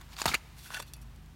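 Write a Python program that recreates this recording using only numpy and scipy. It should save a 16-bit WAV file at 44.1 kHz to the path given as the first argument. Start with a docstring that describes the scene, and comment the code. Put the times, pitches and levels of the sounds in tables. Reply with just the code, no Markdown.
"""Lawn edger jabbed into turf

A long-handled steel edger is jabbed into turf, then drawn out: soil grinds as trains of tiny fractures,
roots crunch in short filtered noise bursts and snap as damped knocks, the ground thuds as a sinking sine.
Grass brushes the steel, the blade rings as a set of modes, and grit ticks on it once freed.
Behind lie faint scatter, a low wavering hum of sines and outdoor air of coloured noise."""
import sys
import numpy as np
from scipy import signal
from scipy.fft import rfft, irfft
from scipy.io import wavfile
from scipy.ndimage import map_coordinates

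SR = 44100
rng = np.random.default_rng(int(sys.argv[2]) if len(sys.argv) > 2 else 0)


def wrap_up_sound(samples):
    """Save the sound to the file named by the first command line argument, as 16-bit audio."""
    columns = np.atleast_2d(samples).T
    # keep every value between -1 and 1, then stretch to whole-number steps
    tamed = np.clip(columns, -1, 1)
    steps = np.round(tamed * 32767).astype(np.int16)
    wavfile.write(sys.argv[1], SR, steps)


N = 59535

# roots and clods giving way, and the low row at 0.294 s a second bounce of the ground: (time [s], rise [s],
# decay [s], level [dB], body pitch [Hz], body width [Hz], # crackle over body [dB], dull thump over body [dB])
CRUNCHES = [(0.01, 0.0033, 0.0052, -59, 1470, 1510, 10, -32),
            (0.1659, 0.00059, 0.0022, -42.5, 3600, 3000, -1.5, -26),
            (0.187, 0.0005, 0.0024, -38.5, 1500, 1500, -13, -32),
            (0.197, 0.0028, 0.00095, -34.5, 1070, 400, -10, -38),
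            (0.2159, 0.0015, 0.0022, -29.5, 880, 560, 2.5, -9),
            (0.24, 0.0021, 0.003, -47, 1180, 1200, 7, -1),
            (0.256, 0.00055, 0.002, -24.5, 1050, 1100, 0, -11),
            (.259, 0.00092, 0.0048, -25, 857, 1000, -9, -20.5),
            (0.275, 0.0025, 0.0039, -28.5, 1150, 656, -7.5, -12),
            (0.278, 0.0038, 0.0033, -28.5, 4100, 1300, -7, -20),
            (0.291, 0.00062, 0.0045, -32, 1110, 890, -10, -14),
            (.294, 0.0041, 0.0078, -38.5, 170, 109, -3.5, -26),
            (0.3156, 0.00051, 0.0073, -33, 1780, 1010, -20, -7),
            (0.3243, 0.00075, 0.0021, -45, 2200, 1790, 5, -16),
            (0.337, 0.00035, 0.0079, -27, 1600, 1090, -31, -50),
            (0.341, 0.0022, 0.0048, -23, 2160, 1110, -1.5, -14),
            (0.3497, 0.00063, 0.0034, -26.5, 2400, 950, -6.5, -12),
            (0.7047, .0005, 0.0022, -41, 1134, 540, -14, -14),
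            (0.745, 0.0038, 0.0032, -43, 1240, 1030, -10, -26),
            (0.766, 0.0014, 0.0048, -38, 1520, 800, -7, -44),
            (.793, 0.0035, 0.0084, -47, 535, 150, 1.5, -3),
            (.797, 0.0047, 0.0023, -38.5, 1140, 744, -1.5, -44),
            (1.172, 0.0081, 0.011, -59, 270, 130, -22, -14)]
# colour of tearing fibres: (frequency [Hz], level [dB])
CRACKLE_COLOUR = [(100, -33), (450, -15), (800, 4.5), (2500, 1.5), (4200, 0), (5300, -3.5), (9200, -4.5),
                  (10200, -16.5), (12500, -10), (16000, -18)]
# single sharp snaps of thick roots: (time [s], peak [dB], pitch [Hz], decay [s])
SNAPS = [(.2172, -21, 900, .0012), (.2571, -13, 850, .001), (.2574, -25, 5000, .001),
         (.3444, -24, 800, .0018), (.351, -15.5, 2200, 0.00067), (.7047, -30.5, 1000, .0011)]
# soil grinding on the blade going in, and coming out: (time [s], level [dB])
PUSH_LEVEL = [(.09, -69), (.135, -52), (.155, -66.5), (.175, -53), (.185, -45), (.201, -43), (.212, -48),
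              (.224, -40), (.234, -49.5), (.253, -51), (.264, -30.5), (.272, -44.5), (.288, -34.5),
              (.31, -43), (.332, -43), (.354, -51), (.366, -54), (.39, -62)]
PULL_LEVEL = [(.56, -93), (.59, -67), (.635, -83), (.66, -57.5), (.695, -64.5), (.722, -52.5), (.745, -42),
              (.76, -49), (.775, -43.5), (.79, -56), (.806, -59), (.816, -68), (.826, -53.5), (.85, -79)]
# colours of the two grinds: (frequency [Hz], level [dB])
PUSH_COLOUR = [(100, -14), (300, -19), (490, -24.5), (750, 0.5), (1100, -2.5), (1600, -6), (2400, -5),
               (4400, -5), (5300, -6.5), (9000, -13.5), (16000, -17.5)]
PULL_COLOUR = [(150, -20), (450, -16), (900, -3), (1250, -7), (1500, 3), (1900, -2.5), (2250, -11.5),
               (2700, -5.5), (5000, -15), (9000, -15.5), (16000, -25)]
# grass brushing the steel: (centre time [s], Gaussian spread [s], level [dB])
BRUSHES = [(0.209, 0.0045, -41.5), (.262, 0.0024, -36.5), (0.282, 0.0051, -41), (0.587, 0.012, -57),
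           (0.655, 0.032, -55), (0.733, 0.02, -56), (0.801, 0.0054, -48), (0.825, 0.0036, -48),
           (0.881, 0.016, -62), (1.025, 0.0064, -63)]
# colour of the grass: (frequency [Hz], level [dB])
GRASS_COLOUR = [(500, -29), (2000, -3.5), (4000, 3), (7000, -1.5), (9600, -0.5), (10200, -7), (12200, 0),
                (16000, -5)]
# short modes of the blade wedged in sod: (frequency [Hz], relative level [dB], t60 [s])
WEDGED_MODES = [(2290, -3, .018), (2780, -4, .018), (3680, -4, .016), (4550, 1, .012), (6900, 4, .012),
                (9080, 3, .011), (11000, 0, .011), (12500, 1, .011), (15400, 0, .013)]
# modes of the loose blade: (frequency [Hz], relative level [dB], t60 [s])
LOOSE_MODES = [(1488, -11, .05), (1728, -19, .04), (2570, -15, .35), (2730, -7, .055), (3420, -7, .045),
               (3564, -10, .08), (4231, -10, .08), (4600, -7, .09), (5630, -4, .06), (6202, -10, .045),
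               (7310, -8, .055), (8130, -6, .035), (9230, -7, .075), (9750, -1, .04), (10780, -3, .05),
               (11090, -5, .04), (11580, -6, .06), (12630, -6, .035), (13800, -10, .04)]
# grit on the free blade; the landing spot favours some modes:
# (time [s], click [dB], ring [dB], favoured pitch [Hz], distance to fall 10 dB [octaves])
TICKS = [(.823, -53, -56, 3500, .25), (.881, -68, -47, 4231, .06), (0.9357, -38.5, -44, 4800, 2),
         (0.957, -75, -48, 2570, .08), (0.9656, -55, -55, 11300, .4), (1.0148, -58, -57.5, 11100, .8),
         (1.16, -57, -57, 4500, .4), (1.26, -58.5, -75, 9000, 1)]
# colour of the clicks: (frequency [Hz], level [dB])
TICK_COLOUR = [(200, -22), (600, -3), (2000, -6.5), (4000, -1), (7000, 0.5), (9600, -2.5), (10200, -5),
               (12200, -3), (16000, -12)]
# distant hum partials: (frequency [Hz], level [dB])
HUM = [(51.5, -54), (78, -59), (129, -62), (156, -65.5), (206, -73), (229, -71.5)]
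# colour of outdoor air: (frequency [Hz], level [dB])
AIR_COLOUR = [(20, -27), (35, -28), (50, -1.5), (85, 1.5), (130, -4.5), (230, -8.5), (340, -14), (500, -21),
              (900, -16.5), (1500, -19.5), (3000, -23.5), (6000, -29.5), (11000, -34), (16000, -34.5)]

THUMP_HZ, THUMP_WIDTH_HZ = 316, 368
RESNAP_S = 0.0007  # mean lag of a fibre's second snap
GRAINS_PER_S, GRAIN_SPREAD_DB, GRAIN_Q = 700, 4, 3.3  # in each pitch band
LOOSENS_S, WEDGED_RING_DB, LOOSE_RING_DB = 0.4, -15, -6.5
TICK_DECAY_S = 0.0026
THUD_S, THUD_DB, THUD_RISE_S, THUD_DECAY_S = 0.2574, -30.5, 0.00083, 0.033
THUD_START_HZ, THUD_END_HZ, THUD_SAG_S = 280, 58, 0.01014
GARDEN_DB, GARDEN_START_S, GARDEN_RISE_S, GARDEN_DECAY_S = -28.5, 0.0065, 0.013, 0.22
HUM_WAVER_DB, HUM_WAVER_HZ, HUM_DRIFT_RAD, HUM_DRIFT_HZ = 3, 8.77, 0.99, 6.88
AIR_DB, AIR_SPLIT_HZ, AIR_FADE_DB_PER_S = -56, 500, 3.5
TOP_HZ = 15900


def crunches():
    """Each root tears in a cluster of fractures: body and dull thump in the sod, bright doubled crackle."""
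    body, thump, crackle = 0, 0, 0
    sod, fibres = rng.standard_normal(N), grains()
    dull = resonate(rng.standard_normal(N), THUMP_HZ, THUMP_WIDTH_HZ)
    lags_s = RESNAP_S * (0.5 + rng.random(N))
    for (start, rise, decay, db, hz, width, crackle_db, thump_db), lag_s in zip(CRUNCHES, lags_s):
        env = undb(db) * burst(start, rise, decay)
        body = body + fill(resonate(env * sod, hz, width), env)
        thump = thump + undb(thump_db) * fill(env * dull, env)
        snap = env * fibres
        resnap = np.roll(snap, int(lag_s * SR))
        crackle = crackle + undb(crackle_db) * fill(snap - resnap, env)
    return body + thump + colour(crackle, CRACKLE_COLOUR)


def snaps():
    """A thick root parts at once: one abrupt, heavily damped knock."""
    out = 0
    for start, db, hz, decay in SNAPS:
        knock = np.cos(2 * np.pi * hz * (times() - start))
        out = out + undb(db) * burst(start, 2 / SR, decay) * knock
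    return out


def grind(curve, tone, slip_hz, slip_db):
    """Soil grains slide past the blade in uneven slips."""
    s, db = np.array(curve).T
    level_db = np.interp(times(), s, db, left=-120, right=-120)
    env = undb(level_db + slip_db * walk(slip_hz))
    return colour(env * grains(), tone)


def grass():
    """Blades of grass swish over the steel in Gaussian swells of tiny fractures."""
    env = 0
    for centre, spread, db in BRUSHES:
        env = env + undb(db) * np.exp(-((times() - centre) / spread) ** 2 / 2)
    return colour(env * grains(), GRASS_COLOUR)


def blade(rub):
    """The steel rings with whatever rubs it: briefly while wedged, longer once loose."""
    loose = times() > LOOSENS_S
    wedged_ring = convolve_unit(rub * ~loose, ring(WEDGED_MODES))
    loose_ring = convolve_unit(rub * loose, ring(LOOSE_MODES))
    return undb(WEDGED_RING_DB) * wedged_ring + undb(LOOSE_RING_DB) * loose_ring


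def ticks():
    """Grit clicks on the lifted blade, which rings freely and a little differently each time."""
    env, ringing = 0, 0
    for start, click_db, ring_db, favoured_hz, octaves in TICKS:
        env = env + undb(click_db) * burst(start, 1 / SR, TICK_DECAY_S)
        modes = []
        for hz, db, t60 in LOOSE_MODES:
            loss_db = 10 * abs(np.log2(hz / favoured_hz)) / octaves
            modes.append((hz, db - loss_db, t60))
        ringing = ringing + undb(ring_db) * np.pad(ring(modes), (int(start * SR), N))[:N]
    return colour(env * rng.standard_normal(N), TICK_COLOUR) + ringing


def thud():
    """The ground takes the blow; its pitch sinks exponentially as the blade slows."""
    age = np.maximum(times() - THUD_S, 0)
    sag = (THUD_START_HZ - THUD_END_HZ) * THUD_SAG_S * (1 - np.exp(-age / THUD_SAG_S))
    turns = THUD_END_HZ * age + sag  # integral of the sinking pitch
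    return undb(THUD_DB) * burst(THUD_S, THUD_RISE_S, THUD_DECAY_S) * np.sin(2 * np.pi * turns)


def garden(x):
    """Faint scatter from trees and hedge: convolution with a decaying noise tail."""
    tail = burst(GARDEN_START_S, GARDEN_RISE_S, GARDEN_DECAY_S) * rng.standard_normal(N)
    return undb(GARDEN_DB) * convolve_unit(x, tail)


def hum():
    """Distant low partials, each wavering in level and phase."""
    out = 0
    for hz, db in HUM:
        level = undb(db + HUM_WAVER_DB * walk(HUM_WAVER_HZ))
        phase = 2 * np.pi * hz * times() + HUM_DRIFT_RAD * walk(HUM_DRIFT_HZ)
        out = out + level * unit(np.sin(phase))
    return out


def air():
    """Outdoor air: coloured noise whose hiss slowly eases while the low part holds."""
    t = times()
    noise = undb(AIR_DB) * unit(colour(rng.standard_normal(N), AIR_COLOUR))
    low = signal.sosfiltfilt(signal.butter(2, AIR_SPLIT_HZ, fs=SR, output="sos"), noise)
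    hiss = noise - low
    return low + hiss * undb(-AIR_FADE_DB_PER_S * (t - t.mean()))


def grains():
    """Tiny fractures of uneven size, each a few cycles at its own pitch; rms 1."""
    out = 0
    for hz in np.geomspace(200, 16000, 22):
        chance, size, sign = rng.random(N), rng.exponential(size=N), rng.choice([-1, 1], N)
        hits = chance < GRAINS_PER_S / SR
        pulses = np.zeros(N)
        pulses[hits] = sign[hits] * undb(GRAIN_SPREAD_DB * np.minimum(size[hits], 3))
        out = out + signal.lfilter(*signal.iirpeak(hz, GRAIN_Q, fs=SR), pulses)
    return unit(out)


def ring(modes):
    """Response of a set of modes to one sharp blow."""
    t = times()[:N // 4]
    out = 0
    for hz, db, t60 in modes:
        out = out + undb(db) * np.cos(2 * np.pi * hz * t) * np.exp(-np.log(1000) * t / t60)
    return out


def burst(start, rise, decay):
    """Straight rise, exponential fall."""
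    age = times() - start
    return np.clip(age / rise, 0, 1) * np.exp(-np.clip((age - rise) / decay, 0, 20))


def walk(hz):
    """Smooth random curve of rms 1 through hz knots per second."""
    knots = rng.standard_normal(N)
    return unit(map_coordinates(knots, [times() * hz], order=2, mode="mirror"))


def colour(x, points):
    """Causal minimum-phase filter through (Hz, dB) points that keeps the power of white noise."""
    hz, db = np.array(points).T
    bins_hz = np.arange(N + 1) * SR / (2 * N)
    gain = unit(undb(np.interp(np.log(bins_hz + 1), np.log(hz), db)))
    cepstrum = irfft(np.log(gain))
    cepstrum[1:N] *= 2  # fold to minimum phase
    cepstrum[N + 1:] = 0
    return irfft(rfft(x, 2 * N) * np.exp(rfft(cepstrum)))[:N]


def resonate(x, hz, width):
    """Steep resonant band that keeps the power of white noise."""
    low = np.hypot(hz, width / 2) - width / 2  # hz is the geometric centre
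    band = signal.butter(3, [low, low + width], "bandpass", fs=SR, output="sos")
    return convolve_unit(x, signal.sosfilt(band, signal.unit_impulse(2048)))


def convolve_unit(x, h):
    """Convolve with a response scaled to unit energy."""
    return signal.fftconvolve(x, h / np.linalg.norm(h))[:N]


def fill(x, env):
    """Give a sound the energy of an envelope."""
    return unit(x) * np.sqrt(np.mean(env ** 2))


def unit(x):
    """Scale to rms 1."""
    return x / np.sqrt(np.mean(x ** 2) + 1e-18)


def undb(db):
    """Decibels to gain."""
    return 10 ** (np.asarray(db) / 20)


def times():
    """Time of each sample in seconds."""
    return np.arange(N) / SR


def scene():
    """One jab and one pull of the blade over the background."""
    push = grind(PUSH_LEVEL, PUSH_COLOUR, slip_hz=252, slip_db=0.5)
    pull = grind(PULL_LEVEL, PULL_COLOUR, slip_hz=260, slip_db=2.5)
    soil = crunches() + snaps() + push + pull + grass()
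    tool = soil + blade(soil) + ticks()
    return (tool + thud() + garden(tool) + hum() + air())[None]


def record(dry):
    """The recorder cuts the top: steep elliptic low-pass."""
    return signal.sosfilt(signal.ellip(10, 0.2, 70, TOP_HZ, fs=SR, output="sos"), dry)


dry = scene()
out = record(dry)
wrap_up_sound(out)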